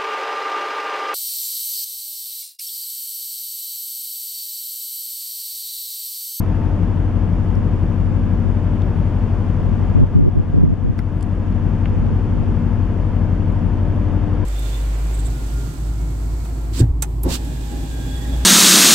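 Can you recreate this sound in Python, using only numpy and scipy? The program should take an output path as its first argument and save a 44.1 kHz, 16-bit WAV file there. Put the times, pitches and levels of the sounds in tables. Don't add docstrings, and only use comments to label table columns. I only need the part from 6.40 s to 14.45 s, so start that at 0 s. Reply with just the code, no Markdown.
import sys
import numpy as np
from scipy import signal
from scipy.fft import rfft, irfft
from scipy.io import wavfile
from scipy.ndimage import uniform_filter1d, minimum_filter1d

SR = 44100
rng = np.random.default_rng(int(sys.argv[2]) if len(sys.argv) > 2 else 0)


def inscribe(sig):
    pcm = np.round(np.clip(np.atleast_2d(sig).T, -1, 1) * 32767)
    wavfile.write(sys.argv[1], SR, pcm.astype(np.int16))


N = 355005
TIME = np.arange(N) / SR
FREQS = np.maximum(np.fft.rfftfreq(N, 1 / SR), 1)


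def from_db(db):
    return 10 ** (np.asarray(db) / 20)


def unit_rms(x):
    return x / np.sqrt(np.mean(x ** 2) + 1e-20)


def eq_curve(points):
    hz, db = np.transpose(points)
    return np.interp(np.log(FREQS), np.log(hz), db)


def fader(points):
    return np.interp(TIME, *np.transpose(points))


def drift(rate_hz):
    hop, settle = 100, 2000
    pole = np.exp(-2 * np.pi * rate_hz * hop / SR)
    steps = rng.standard_normal(N // hop + settle + 2)
    slow = signal.lfilter([1], [1, -2 * pole, pole * pole], steps)[settle:]
    return np.interp(np.arange(N) / hop, np.arange(len(slow)), unit_rms(slow))


def noise(density_db):
    return irfft(rfft(rng.standard_normal(N)) * from_db(density_db) * np.sqrt(SR / 2), N)


def tone(clock, hz, level_db, waver_hz):
    turns = hz * clock + np.cumsum(waver_hz * drift(3.0)) / SR + rng.random()
    return np.sqrt(2) * from_db(level_db) * np.sin(2 * np.pi * turns)


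def wide(x):
    return np.array([x, -x])


# freq_hz, left_over_right_db
PAN = [(30, 3.5), (100, 6.5), (300, 6), (550, 2.5), (900, 2), (3000, 1)]

def from_left(x):
    tilt = from_db(eq_curve(PAN))
    gains = 2 * np.array([tilt, np.ones_like(tilt)]) / (1 + tilt)
    return irfft(rfft(x) * gains, N)


# pitch_hz, width_hz, boost_db
DUCT_PEAKS = [(388, 22, 5.5), (493.4, 42, 8), (575, 15, 4), (713, 65, 4), (915, 42, 3.5), (1020, 120, 3.5),
              (1660, 35, 4), (2550, 66, 1)]

def duct_boost():
    return sum(db / (1 + (2 * (FREQS - hz) / width_hz) ** 2) for hz, width_hz, db in DUCT_PEAKS)


# freq_hz, density_db
WASH_EQ = [(12, -73.5), (30, -56), (90, -48.5), (170, -62), (250, -69), (340, -68.5), (450, -74),
           (750, -79), (1400, -84), (3000, -93.5), (4600, -100), (9000, -107.5), (12000, -117),
           (15000, -136)]

def sea_wash(duct_share=.6):
    return noise(eq_curve(WASH_EQ) + duct_share * duct_boost())


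# freq_hz, density_db
VENT_EQ = [(100, -78.5), (340, -64.5), (440, -66.5), (560, -65), (800, -68.5), (1050, -70.5), (1400, -74),
           (2200, -82), (3000, -85.5), (4600, -96.5), (6500, -101), (9000, -108), (12000, -120.5),
           (15000, -140)]
# time_s, gain_db
VENT_RIDE = [(0, -0.1), (.6, -1.6), (1.9, -1.74), (2.9, -.8), (5.4, -1.43), (6.5, -1.4), (7.2, -1.8),
             (8.05, -.3)]

def ventilators():
    return noise(eq_curve(VENT_EQ) + duct_boost()) * from_db(fader(VENT_RIDE))


# pitch_hz, level_db, waver_hz
FAINT_HUMS = [(115.8, -41, .3), (118, -43, .3), (145.5, -39, .5), (165, -42, .7), (278, -49, .3),
              (844, -63, .6), (1191.3, -61.5, 1.0), (1631, -64, 2.5)]

def machinery_hums(clock, flutter_db=3.0):
    return sum(tone(clock, hz, db + flutter_db * drift(.65), waver_hz)
               for hz, db, waver_hz in FAINT_HUMS)


# time_s, level_db
GENERATOR_RIDE = [(0, -33.5), (.8, -35), (2.2, -31.5), (3.3, -37), (4.3, -33), (5.2, -31.5), (6.4, -31),
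                  (7, -34)]

def generator(clock, pitch_hz=236.2, flutter_db=.1):
    return tone(clock, pitch_hz, fader(GENERATOR_RIDE) + flutter_db * drift(1.5), waver_hz=.08)


# time_s, blade_db, octave_db, twelfth_db
BLOWER_RIDE = [(0, -33, -57, -48), (.9, -37, -54, -56), (2.3, -37, -49, -53), (3.3, -43, -49, -54),
               (4.4, -39, -63, -57), (5.2, -35, -66, -52), (6.4, -39, -56, -51), (7, -35.5, -51, -52.5),
               (7.8, -33, -49, -53)]

def blower(clock, blade_hz=297.7, hum_flutter_db=1.0, whine_flutter_db=3.0, reflection_db=-5):
    times, *rides = np.transpose(BLOWER_RIDE)
    hum_db, *overtones_db = [np.interp(TIME, times, ride) for ride in rides]
    hum = tone(clock, blade_hz, hum_db + hum_flutter_db * drift(1.5), waver_hz=.075)
    whine = sum(tone(clock, harmonic * blade_hz, db + whine_flutter_db * drift(2.1), waver_hz=1.2)
                for harmonic, db in enumerate(overtones_db, 2))
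    reflection = wide(signal.hilbert(hum).imag)
    return from_left(hum + whine) + from_db(reflection_db) * reflection


# middle_s, length_s, peak_db
RUSTLE_CUES = [(1.165, .07, -72), (4.802, .26, -67)]

def rustle(band_hz=(8000, 12000)):
    band = signal.butter(2, band_hz, "band", fs=SR, output="sos")
    swell = sum(from_db(db) * np.cos(np.pi * np.clip((TIME - middle_s) / length_s, -.5, .5))
                for middle_s, length_s, db in RUSTLE_CUES)
    return swell * unit_rms(signal.sosfilt(band, rng.standard_normal((2, N))))


def contact(hz, octaves, decay_s, attack_db=3, spread=.5):
    age = TIME[:SR // 10]
    energy_samples = decay_s * SR / 2
    drive = rng.standard_normal((2, len(age))) * np.exp(-age / decay_s) / np.sqrt(energy_samples)
    drive[0, 0] += from_db(attack_db)
    edges_hz = np.minimum(hz * 2 ** (np.array([-octaves, octaves]) / 2), [.4 * SR, .45 * SR])
    bursts = signal.sosfilt(signal.butter(4, edges_hz, "band", fs=SR, output="sos"), drive)
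    mid, side = bursts / np.sqrt(np.sum(bursts ** 2, axis=1, keepdims=True) / energy_samples)
    return mid + spread * wide(side)


def crackle_cues(floor_db=-67, range_db=8, centre_hz=8000):
    throughout, handling = (0, TIME[-1], 3), (3.9, 5.6, 12)
    cues = []
    for start_s, end_s, per_s in (throughout, handling):
        for when, size, pitch in rng.random((int(per_s * (end_s - start_s)), 3)):
            level_db = floor_db + range_db * size ** 2
            hz = centre_hz * 2 ** (pitch - .5)
            cues.append((start_s + when * (end_s - start_s), level_db, hz, level_db, hz, 0))
    return cues


# start_s, ring_db, ring_hz, snap_db, snap_hz, left_over_right_db
TICK_CUES = [(.4289, -56, 5500, -56, 9000, 0), (1.1533, -47.5, 4800, -55, 7000, 0),
             (2.4195, -41, 3200, -47.5, 4800, 0), (4.2946, -62, 9000, -56, 6500, 0),
             (4.579, -57, 11000, -52, 5500, 1), (4.585, -51, 11500, -43, 4200, 1),
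             (4.5902, -30, 1350, -31, 3400, 1), (4.591, -31, 1800, -42, 8500, 1),
             (4.597, -52, 11000, -45, 4500, 1), (4.809, -47, 8300, -40, 3500, 4.5),
             (4.8255, -40, 8300, -39.5, 3600, 4.5), (4.8285, -37.5, 9000, -39.5, 4600, 4.5),
             (5.1243, -52, 4600, -54, 5500, 1.5), (5.4565, -37, 1250, -27, 2200, .5),
             (5.458, -35.5, 2450, -53, 6000, -1), (7.1245, -59, 11500, -53, 6500, 2.5),
             (7.275, -59, 9500, -62, 9000, 0)]

def ticks(ring_cycles=8.1):
    track = np.zeros((2, N + SR))
    for start_s, ring_db, ring_hz, snap_db, snap_hz, left_db in TICK_CUES + crackle_cues():
        ring = from_db(ring_db) * contact(ring_hz, octaves=.57, decay_s=ring_cycles / ring_hz)
        snap = from_db(snap_db) * contact(snap_hz, octaves=1.25, decay_s=.0013)
        pan = from_db([[left_db / 2], [-left_db / 2]])
        start = int(start_s * SR)
        track[:, start:start + ring.shape[1]] += (ring + snap) * pan
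    return track[:, :N]


# start_s, length_s, level_db
GUST_CUES = [(1.165, 0.035, -19), (1.622, 0.29, -29.5), (2.037, 0.068, -27), (3.195, 1.44, -27.5),
             (3.542, 0.06, -14), (3.606, .042, -6.5), (3.751, 0.059, -5.8), (3.812, 0.082, -7.2),
             (3.953, .06, -9), (4.137, 0.11, -7.5), (4.231, 0.104, -9.5), (4.442, 0.07, -13),
             (4.977, 0.31, -35), (5.516, 0.26, -23), (5.893, 0.24, -27.5)]

def airflow(edge_s=.016, breeze_db=-40, swing_db=3):
    gusts = sum(from_db(db) * ((TIME > start_s) & (TIME < start_s + length_s))
                for start_s, length_s, db in GUST_CUES)
    breeze = from_db(breeze_db + swing_db * drift(2.6))
    return uniform_filter1d(gusts, int(edge_s * SR) + 1) + breeze


# freq_hz, relative_db
BUFFET_EQ = [(15, -20), (34, 4.5), (80, 0), (130, 5), (180, -0.5), (280, -5), (400, -12), (600, -29),
             (850, -48), (2000, -83)]

def wind(strength, lumpy_db=2.5, dull_hz=170, fully_bright_db=-9):
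    rough = noise(eq_curve(BUFFET_EQ))
    dull = signal.lfilter(*signal.butter(1, dull_hz, fs=SR), rough)
    brightness = np.clip(strength / from_db(fully_bright_db), 0, 1)
    eddies = (dull + (rough - dull) * brightness) * from_db(lumpy_db * drift(36))
    running_rms = np.sqrt(uniform_filter1d(eddies ** 2, size=2200))
    return strength * eddies / running_rms


CYCLE_HZ = 6.0
KNOCK_AT_S, DRONE_AT_S, BARK_AT_S = .026, .005, .1015

# freq_hz, density_db
FUNNEL_EQ = [(12, -79), (22, -65), (32, -61), (60, -52.5), (100, -49), (130, -54), (172, -45.5), (230, -51),
             (275, -60.5), (320, -56.5), (420, -63), (700, -85.5), (2000, -115)]

def funnel(clock, puff_depth=.19, throb_depth=.04):
    phase = 2 * np.pi * CYCLE_HZ * (clock - DRONE_AT_S)
    pulsing = 1 + puff_depth * np.cos(8 * phase) + throb_depth * np.cos(2 * phase)
    return noise(eq_curve(FUNNEL_EQ)) * pulsing


# cycle_multiple, level_db
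EXHAUST_HARMONICS = [(3, -41), (4, -35), (5, -39), (6, -41), (7, -26.7), (8, -26.2), (9, -33), (10, -39),
                     (12, -42), (13, -36), (15, -21.1), (17, -26), (18, -32.5), (19, -42), (20, -40),
                     (22, -43), (23, -37.5), (24, -43), (27, -44), (28, -46), (29, -38), (30, -45),
                     (32, -41), (37, -46), (40, -45.5), (43, -46), (44, -46.5)]

def diesel(clock, unsteady_db=.15, bark_flutter_db=1.0, bark_scatter_turns=.12, limp_depth=.13):
    pipe_hz, pipe_half_width_hz, pipe_lag_turns = 48.2, 1.7, 1.5
    knock_turns, drone_turns, bark_turns = [CYCLE_HZ * (clock - at_s)
                                            for at_s in (KNOCK_AT_S, DRONE_AT_S, BARK_AT_S)]
    boom, drone, bark = np.zeros((3, N))
    for multiple, level_db in EXHAUST_HARMONICS:
        amplitude = np.sqrt(2) * from_db(level_db + unsteady_db * drift(2.0))
        if multiple < 13:
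            detuning = (multiple * CYCLE_HZ - pipe_hz) / pipe_half_width_hz
            lag_turns = pipe_lag_turns * np.arctan(detuning) / np.pi
            boom += amplitude * np.sin(2 * np.pi * (multiple * knock_turns - lag_turns))
        elif multiple < 19:
            drone += amplitude * np.sin(2 * np.pi * multiple * drone_turns)
        else:
            flutter = from_db(bark_flutter_db * drift(2.2))
            scatter_turns = bark_scatter_turns * rng.uniform(-1, 1)
            bark -= amplitude * flutter * np.cos(2 * np.pi * (multiple * bark_turns + scatter_turns))
    limp = 1 - limp_depth * np.cos(2 * np.pi * drone_turns)
    return boom + drone * limp + bark


def scene(centre_wind_db=-15):
    clock = TIME + .0005 * drift(.15)
    ship = diesel(clock) + funnel(clock) + machinery_hums(clock) + generator(clock) + ventilators()
    sea = sea_wash()
    air = airflow()
    machinery = from_left(ship) + blower(clock)
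    buffeting = wide(wind(air)) + from_db(centre_wind_db) * wind(air)
    return wide(sea) + machinery + buffeting + ticks() + rustle()


def gain_control(x, threshold_db=-9.5, release_db_per_s=5.5, window_s=.047, attack_s=.02):
    power = uniform_filter1d(np.mean(x ** 2, axis=0), int(window_s * SR) + 1)
    over_db = np.maximum(10 * np.log10(power + 1e-12) - threshold_db, 0)
    release_db = release_db_per_s * TIME
    held_db = np.maximum.accumulate(over_db + release_db) - release_db
    pole = np.exp(-1 / (attack_s * SR))
    return x * from_db(-signal.lfilter([1 - pole], [1, -pole], held_db))


def limiter(x, ceiling=.96, window_samples=601):
    allowed = np.minimum(ceiling / (np.abs(x).max(axis=0) + 1e-9), 1)
    return x * uniform_filter1d(minimum_filter1d(allowed, window_samples), window_samples)


# centre_hz, width_hz
MIC_NOTCHES = [(3930, 340), (7820, 230)]

def record(dry, top_cut_hz=15600):
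    out = limiter(gain_control(dry)) * signal.windows.tukey(N, .001)
    for hz, width_hz in MIC_NOTCHES:
        out = signal.lfilter(*signal.iirnotch(hz, hz / width_hz, fs=SR), out)
    return signal.sosfilt(signal.cheby2(14, 70, top_cut_hz, fs=SR, output="sos"), out)


dry = scene()
out = record(dry)
inscribe(out)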